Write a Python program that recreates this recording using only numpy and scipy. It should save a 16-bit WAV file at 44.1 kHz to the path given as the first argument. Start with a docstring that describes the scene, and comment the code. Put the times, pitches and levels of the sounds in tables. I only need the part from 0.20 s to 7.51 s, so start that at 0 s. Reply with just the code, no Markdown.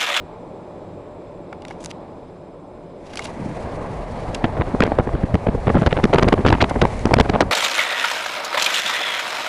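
"""Inside a fast car, a small camera beside the side window: dull road roar, shaped noise in flickering
octave bands, and the camera's own faint whine, pure tones. A hand rustles on trim in short noise bursts.
The window unseals and slides down: outside rumble, rush and hiss grow with the gap, with a brief boom.
Then eddies of wind slap the microphone in clusters, as bursts of several noises, and overload it."""
import sys
import numpy as np
from scipy import signal
from scipy.fft import rfft, irfft, next_fast_len
from scipy.io import wavfile
from scipy.ndimage import uniform_filter1d

SR = 44100
rng = np.random.default_rng(int(sys.argv[2]) if len(sys.argv) > 2 else 0)


def digitize_waveform(pressure):
    """Quantize a signal to 16-bit integers and store it at the path in sys.argv[1].

    Rows of a 2-D input are taken as channels; values are limited to [-1, 1].
    """
    field = np.atleast_2d(pressure).T
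    bounded = np.clip(field, -1, 1)
    quanta = np.round(bounded * 32767).astype(np.int16)
    wavfile.write(sys.argv[1], SR, quanta)


def makeup_ratio(level_db):
    """Linear amplitude ratio for a level in decibels (20 dB per factor of ten)."""
    decades = np.asarray(level_db, float) / 20
    return 10 ** decades


N = 322371
T = np.arange(N) / SR

# wind eddies striking the microphone: peak_s, flutter_db, push_db (held down later), spray_db
SLAPS = [(4.2447, -14, -18, -20), (4.2536, -17, -22, -20.5), (4.3806, -20, -32, -32),
         (4.397, -23, -15, -49), (4.42, -19.5, -25, -23), (4.5463, -18.5, -12, -43), (4.6068, -5, -9, -14),
         (4.6264, -25.5, -23, -18), (4.631, -17, -32, -19), (4.6375, -16.5, -25, -17),
         (4.656, -33, -21.5, -29), (4.681, -23, -30, -39), (4.722, -11.5, -41, -32),
         (4.7895, -5.5, -18.5, -25), (4.799, -16.5, -12, -34), (4.807, -18, -34, -31),
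         (4.8765, -20.5, -19, -38), (4.941, -25, -13.5, -42), (4.956, -25, -20.5, -39),
         (5.041, -22.5, -9, -37), (5.1444, -13, -9, -25), (5.1542, -16, -12.5, -28.5),
         (5.2747, -13.5, -18, -25), (5.289, -23, -9.5, -31), (5.3508, -27, -14, -54),
         (5.4744, -21, -17, -32), (5.481, -12, -15, -26.5), (5.497, -23, -14.5, -24.5),
         (5.504, -17.5, -24, -30), (5.554, -14.5, -9, -31), (5.5693, -12, -15, -27), (5.59, -26, -12, -29),
         (5.6209, -20, -9.5, -27), (5.6367, -18, -33, -27), (5.6689, -12, -12, -15),
         (5.676, -11.5, -19, -18), (5.7205, -33, -31, -25), (5.7289, -14.5, -16, -18),
         (5.769, -24, -16, -23), (5.783, -18.5, -20, -27), (5.799, -18, -24, -32), (5.8414, -8, -9, -12),
         (5.8544, -13.5, -13.5, -17.5), (5.902, -25, -19.5, -45), (5.935, -8, -33, -24),
         (5.938, -13, -26, -16.5), (5.9459, -9, -25, -17.5), (5.9486, -13.5, -29, -28),
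         (5.961, -11, -15, -18), (5.9791, -26, -29, -32), (5.9863, -9.5, -26, -13), (5.995, -15, -28, -18),
         (6.0309, -10, -9, -11.5), (6.05, -14, -13, -26), (6.073, -20, -9, -41), (6.087, -9.5, -26, -13),
         (6.1281, -7.5, -13, -18), (6.134, -20, -20, -18.5), (6.1415, -11.5, -18, -24),
         (6.253, -6, -15, -18.5), (6.265, -2, -16, -16.5), (6.276, -27, -16, -17), (6.29, -18, -16, -17),
         (6.3056, -8, -13, -17.5), (6.329, -3, -9, -13.5), (6.342, -25, -20, -19.5),
         (6.3505, -20.5, -28, -24.5), (6.418, -22, -28, -11), (6.426, -16.5, -16, -11.5),
         (6.431, -24, -15.5, -45), (6.4438, -16.5, -22, -18), (6.515, -17, -19, -49),
         (6.566, -19.5, -14.5, -43), (6.622, -10.5, -10, -10.5), (6.6356, -12, -16.5, -42),
         (6.644, -23, -21, -30), (6.6529, -8, -20, -24), (6.857, 0.5, -32, -10.5), (6.867, -19, -18, -34),
         (6.9143, -13.5, -14, -28), (6.9395, -5.5, -14, -37), (6.9425, -6, -30, -6),
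         (6.9702, -13.5, -9, -18.5), (6.987, -7.5, -22, -17.5), (7.0026, -4.5, -10, -8.5),
         (7.0113, -7, -14.5, -10.5), (7.0995, -14.5, -13, -17.5), (7.144, -15, -18, -20.5),
         (7.1518, -15.5, -18, -23), (7.1612, -14, -22, -34), (7.2086, -1, -21, -5),
         (7.2202, -19, -22, -15.5), (7.2272, -11.5, -17.5, -46)]


def level(x, db):
    """Scale to an rms level."""
    return x * makeup_ratio(db) / np.sqrt(np.mean(x ** 2))


def noise(points, modes=(), lo_hz=0., hi_hz=np.inf):
    """White noise given a spectrum and resonant bumps, optionally only one band of it."""
    size = next_fast_len(N)
    hz = np.fft.rfftfreq(size, 1 / SR) + 1
    point_hz, point_db = np.transpose(points)
    db = np.interp(np.log(hz), np.log(point_hz), point_db)
    for mode_hz, width_hz, gain_db in modes:
        db = db + gain_db * np.exp(-2 * ((hz - mode_hz) / width_hz) ** 2)
    in_band = (hz >= lo_hz) & (hz < hi_hz)
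    return irfft(rfft(rng.standard_normal(size)) * makeup_ratio(db) * in_band)[:N]


def walk(rate):
    """Random levels held for 1 / rate s and smoothed twice; spread near 1."""
    hold = int(SR / rate)
    steps = np.repeat(rng.standard_normal(N // hold + 1), hold)
    return 1.83 * uniform_filter1d(uniform_filter1d(steps, hold), hold)[:N]


def living(points, modes, shared_db, own_db, rate):
    """Noise in octave bands that swell together and flicker alone; rms 1."""
    swell = walk(rate)
    total = np.zeros(N)
    for lo_hz in 11 * 2. ** np.arange(11):
        flicker_db = shared_db * swell + own_db * walk(3 * rate)
        total += makeup_ratio(flicker_db) * noise(points, modes, lo_hz, 2 * lo_hz)
    return level(total, 0)


def bursts(x, times, rms_db, ms, fall):
    """Bell-shaped swells cut out of a noise; fall is the fading time over the swelling time."""
    out = np.zeros(N)
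    for peak_s, db, length in zip(times, rms_db, np.clip(ms, .2, 30)):
        half = int(4e-3 * length * SR * max(fall, 1))
        offset = np.arange(-half, half)
        t = offset / SR / (0.0012 * length)
        shape = np.exp(-.5 * (t / np.where(t > 0, fall, 1)) ** 2)
        at = np.clip(int(peak_s * SR) + offset, 0, N - 1)
        piece = x[at] * shape
        out[at] += piece * makeup_ratio(db) * np.sqrt(np.sum(shape ** 2) / np.sum(piece ** 2))
    return out


def camera_whine():
    """Thin pure tones of the camera, each stepping once in level; close ones beat."""
    # camera tones: pitch_hz, early_rms_db, late_rms_db
    tones = [(5086.6, -87, -81), (7630, -89, -84), (7643.6, -75.5, -79), (8785, -92, -93),
             (8814.8, -84, -82), (8845, -92, -90), (10173.3, -89, -92)]
    step_s = 1.3
    whine = np.zeros(N)
    for hz, early_db, late_db in tones:
        tone = np.sqrt(2) * np.sin(2 * np.pi * (hz * T + rng.random()))
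        whine += makeup_ratio(np.where(T < step_s, early_db, late_db)) * tone
    return whine


def cabin_roar():
    """Tyre roar through the body, coloured by cabin resonances and slowly easing."""
    # road roar in the closed cabin: pitch_hz, relative level_db per Hz
    roar_spectrum = [(12, -28), (20, -18), (40, -4.5), (60, -15), (83, -2), (189, -6.5), (228, -5),
                     (360, -1.5), (400, -7.5), (434, -3.5), (582, -3), (1650, -27.5), (6820, -48.5),
                     (7800, -50), (12000, -56), (15500, -95), (22000, -120)]
    # cabin resonances: pitch_hz, width_hz, gain_db
    cabin_modes = [(32, 12, 4.3), (172.6, 36, 6.5), (392, 59, 2.4), (590, 42, 3), (860, 27, 5.8),
                   (1030, 154, 4.3), (2380, 380, 4.1), (3440, 98, 2.6), (3820, 640, 4.6), (4300, 93, 3.2),
                   (5000, 170, 6.5)]
    start_db, sag_db_per_s = -36, 0.74
    return makeup_ratio(start_db - sag_db_per_s * T) * living(roar_spectrum, cabin_modes, 0.71, 0.56, 4.)


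def gap_boom():
    """While narrow, the gap booms like a bottle neck: low noise around a resonance, one brief swell."""
    peak_s, boom_db, rise_s, fall_s = 3.28, -25, 0.065, .035
    low = noise([(60, -30), (110, -8), (300, -10), (700, -35), (3000, -90)], [(175, 60, 7)])
    boom = level(makeup_ratio(3 * walk(70)) * low, 0)
    width_s = np.where(T < peak_s, rise_s, fall_s)
    return boom * makeup_ratio(boom_db) * np.exp(-.5 * ((T - peak_s) / width_s) ** 2)


def window():
    """Outside noises let in as the gap widens: treble slips through a slit, rumble needs a wide gap."""
    # outside noises, each: pitch_hz, relative level_db per Hz
    rumble_spectrum = [(20, -10.5), (45, 0.5), (90, -7.5), (170, -16.5), (300, -47.5), (600, -21),
                       (1200, -59.5)]
    rush_spectrum = [(59, -1), (100, 1), (255, -1), (301, -6), (443, -3), (537, -3.5), (633, -1.5),
                     (1100, -10.5), (1410, -19.5), (1640, -18.5), (3500, -36), (4550, -36), (7700, -120)]
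    hiss_spectrum = [(2000, 8), (3000, -5), (4000, -6), (5500, -8.5), (9000, -13), (10500, -15.5),
                     (12000, -28), (15500, -63)]
    # wind along the gap: time_s, gust_db
    gusts = [(3.3, 0), (3.6, -3), (4.0, 0.5), (4.4, -2.5), (5.3, -3), (5.62, 2.5), (6.2, 0.5), (6.47, 2),
             (7.0, 3.5), (7.31, -2.5)]
    unseal_s, open_cm_per_s, widest_cm = 2.71, 6.9, 16
    gap_cm = np.clip(open_cm_per_s * (T - unseal_s), 0, widest_cm)
    gust_db = np.interp(T, *np.transpose(gusts))

    def let_in(full_db, half_cm):
        """Gain through the gap; half_cm lets half the pressure in."""
        return makeup_ratio(full_db) * gap_cm ** 2 / (gap_cm ** 2 + half_cm ** 2)

    # the hiss follows the gusts in full, the lower noises only slightly
    rumble = let_in(-22 + 0.1 * gust_db, 15.4) * living(rumble_spectrum, (), 1.5, 1.2, 14.)
    rush = let_in(-28 + 0.067 * gust_db, 2.43) * living(rush_spectrum, (), .8, .9, 16.)
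    # guard-rail posts throw the tyre hiss back one by one
    posts_per_s = 10.7
    posts_db = 1.1 * np.cos(2 * np.pi * posts_per_s * (T - 3.73)) * np.exp(-((T - 3.9) / .5) ** 2)
    air = makeup_ratio(posts_db + 1.4 * walk(90)) * living([(1000, -30)] + hiss_spectrum, (), .6, .6, 6.)
    hiss = let_in(-48 + gust_db, 1.4) * air
    return rumble + gap_boom() + rush + hiss


def handling():
    """Grainy rubbing, dull and bright, with sharper ticks that also knock the door panel."""
    # strokes of hand and window seal: peak_s, level_db, brightness_db (over level_db), length_ms (nominal)
    strokes = [(1.495, -55, -12, 20), (1.635, -58.5, 7, 19), (1.703, -48, -2, 5), (2.866, -50.5, -23, 6),
               (2.908, -50, -24, 6.6), (2.937, -46.5, -12, 5.5), (2.985, -39.5, -12, 9.6),
               (3.025, -42.5, -21, 6.7), (3.046, -48.5, 10, 5.2), (3.065, -44, -18, 7.3)]
    # ticks of trim and seal: peak_s, tick_db, bright_db, knock_db (1 dB above use), length_ms (nominal)
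    ticks = [(1.329, -47, -44, -29.5, 1.16), (1.4213, -42, -60, -48, 1.2), (1.4515, -32, -54, -32, 0.61),
             (1.4831, -37, -48, -45, 1.2), (1.503, -50, -51, -43, 0.75), (1.5094, -46, -53, -29, 1.5),
             (1.609, -54, -51, -59, 0.9), (1.641, -53, -29, -48, 0.8), (1.647, -43, -23.5, -49, 0.46),
             (1.6542, -52, -44, -51, 0.64), (1.6601, -34, -22.5, -35, 1.3), (1.7074, -37.5, -51, -48, 1.1),
             (1.7132, -30, -58, -36, 0.95), (2.9364, -47, -51, -38, 2.6), (2.9572, -36, -24, -34, 0.94),
             (2.9736, -30.5, -24, -33, 1.6), (2.9936, -39, -29, -22, 1.3), (3.024, -43, -44, -51, 1.8),
             (3.044, -47, -34, -50, 1.6), (3.0554, -31.5, -46, -32.5, 2), (4.1488, -26, -30, -34, 3),
             (4.667, -38, -44, -28, 1.9), (6.498, -36.5, -32.5, -29, 4.8), (6.794, -46, -35, -36, 2.2)]
    # dull and bright noise of rubbed trim, each: pitch_hz, relative level_db per Hz
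    rub_spectrum = [(1000, -35), (2300, 2), (2800, 5), (4000, 1), (6000, -4), (9000, -12)]
    fizz_spectrum = [(3500, -3), (6000, 2), (8000, -1.5), (10500, -6), (12500, -24)]
    # trim rings: pitch_hz, width_hz, gain_db
    trim_modes = [(2810, 54, 10), (3350, 130, 3), (3820, 260, 3), (4750, 180, 5.5), (5670, 200, 7)]
    # door panel resonances: pitch_hz, width_hz, relative gain_db
    panel_modes = [(818, 88, 2.5), (2170, 240, -6)]
    rub = level(noise(rub_spectrum, trim_modes), 0)
    fizz = level(noise(fizz_spectrum), 0)
    grain = makeup_ratio(2.1 * walk(300))
    peak_s, rub_db, brightness_db, ms = np.transpose(strokes)
    drag = bursts(grain * rub, peak_s, rub_db, ms, 1.4)
    drag += bursts(grain * fizz, peak_s, rub_db + brightness_db, ms, 1.3)

    peak_s, tick_db, bright_db, knock_db, ms = np.transpose(ticks)
    panel = noise([(300, -45), (1500, -20), (5000, -50), (9000, -80)],
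                  [(hz, width_hz, 18 + db) for hz, width_hz, db in panel_modes])
    tick = bursts(rub, peak_s, tick_db, 0.6 * ms, 1.5)
    bright = bursts(fizz, peak_s, bright_db, 0.39 * ms, 0.18)
    knock = bursts(panel, peak_s, knock_db - 1, 0.95 * ms, 2.2)
    return drag + tick + bright + knock


def small_eddies():
    """Weak eddies, each trailing some while behind a slap picked by chance."""
    count, mean_lag_s = 36, 0.0598
    leader, lag, size, push = rng.random((count, 4)).T
    leader_s = np.array(SLAPS)[(leader * len(SLAPS)).astype(int), 0]
    peak_s = np.minimum(leader_s - mean_lag_s * np.log(1 - lag), T[-1])
    flutter_db = -26 + 7.5 * (2 * size - 1)
    push_db = flutter_db - 2.5 + 7 * (2 * push - 1)
    return np.c_[peak_s, flutter_db, push_db, flutter_db - 12.5]


def eddies():
    """Each eddy pushes the membrane slowly, flutters it and sprays; the hardest also crack."""
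    # the four noises of an eddy on the membrane, each: pitch_hz, relative level_db per Hz
    push_spectrum = [(30, -8.5), (80, 5.5), (220, 3), (450, -6), (900, -52)]
    flutter_spectrum = [(200, 2), (450, 5.5), (900, -1), (1800, -17), (3500, -43)]
    spray_spectrum = [(700, 0.5), (1500, 2.5), (2300, -2.5), (3500, -7.5), (5000, -15.5), (9000, -53)]
    crack_spectrum = [(1500, -11), (4000, -2.5), (6000, -14), (9000, -30.5), (12000, -31)]
    push_top_db, push_ms = -9, 3.33
    peak_s, flutter_db, push_db, spray_db = np.vstack([SLAPS, small_eddies()]).T
    ms = 1.024 - 0.14 * flutter_db  # weaker eddies last longer
    # the crack lies under the spray and dies fast where the spray is below the knee
    knee_db, fade_db_per_db = -17.5, 15
    crack_db = spray_db - 9 - fade_db_per_db * np.maximum(knee_db - spray_db, 0)

    ragged = makeup_ratio(6.5 * walk(400))  # small whirls tear each burst into shreds
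    push = bursts(noise(push_spectrum), peak_s, np.minimum(push_db, push_top_db),
                  np.full(len(peak_s), push_ms), 1.32)
    flutter = bursts(ragged * noise(flutter_spectrum), peak_s, flutter_db, 1.136 * ms, 0.69)
    spray = bursts(ragged * noise(spray_spectrum), peak_s, spray_db, 1.15 * ms, 0.19)
    crack = bursts(ragged * noise(crack_spectrum), peak_s, crack_db, 0.88 * ms, 0.42)
    dull = signal.butter(3, 3800, fs=SR, output="sos")  # uncracked eddies stay soft-edged
    return signal.sosfiltfilt(dull, push + flutter + spray) + crack


def treble_gaps(wind):
    """Share of treble missing, 0 to 0.93, for some ms at loud moments, low-pitched ones above all."""
    low = signal.sosfilt(signal.butter(2, 250, fs=SR, output="sos"), wind)
    hold = int(.011 * SR)
    excess = np.maximum(np.abs(wind) + 1.2 * np.abs(low) - .8, 0)
    held = uniform_filter1d(excess, hold, origin=hold // 2 - 1)
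    return uniform_filter1d(np.clip(23.0 * held, 0, .93), size=66)


def scene():
    """All sources together; the treble of cabin and window briefly drops out at the loudest moments."""
    around = cabin_roar() + camera_whine() + window()
    wind = eddies()
    treble = signal.sosfiltfilt(signal.butter(2, 2500, "high", fs=SR, output="sos"), around)
    return (around - treble_gaps(wind) * treble + handling() + wind)[None]


def top_cut(x):
    """Nothing passes above the cut-off."""
    return signal.sosfilt(signal.butter(12, 12110, fs=SR, output="sos"), x)


def record(dry):
    """The capsule overloads unevenly, the narrow band cuts the top, the converter clips what rings over."""
    full_scale = .7
    capsule = np.clip(dry, -1.06 * full_scale, 0.85 * full_scale)
    narrow = signal.sosfilt(signal.butter(10, 10800, fs=SR, output="sos"), capsule)
    mix = np.clip(narrow, -full_scale, full_scale)
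    return top_cut(mix)


dry = scene()
out = record(dry)
digitize_waveform(out)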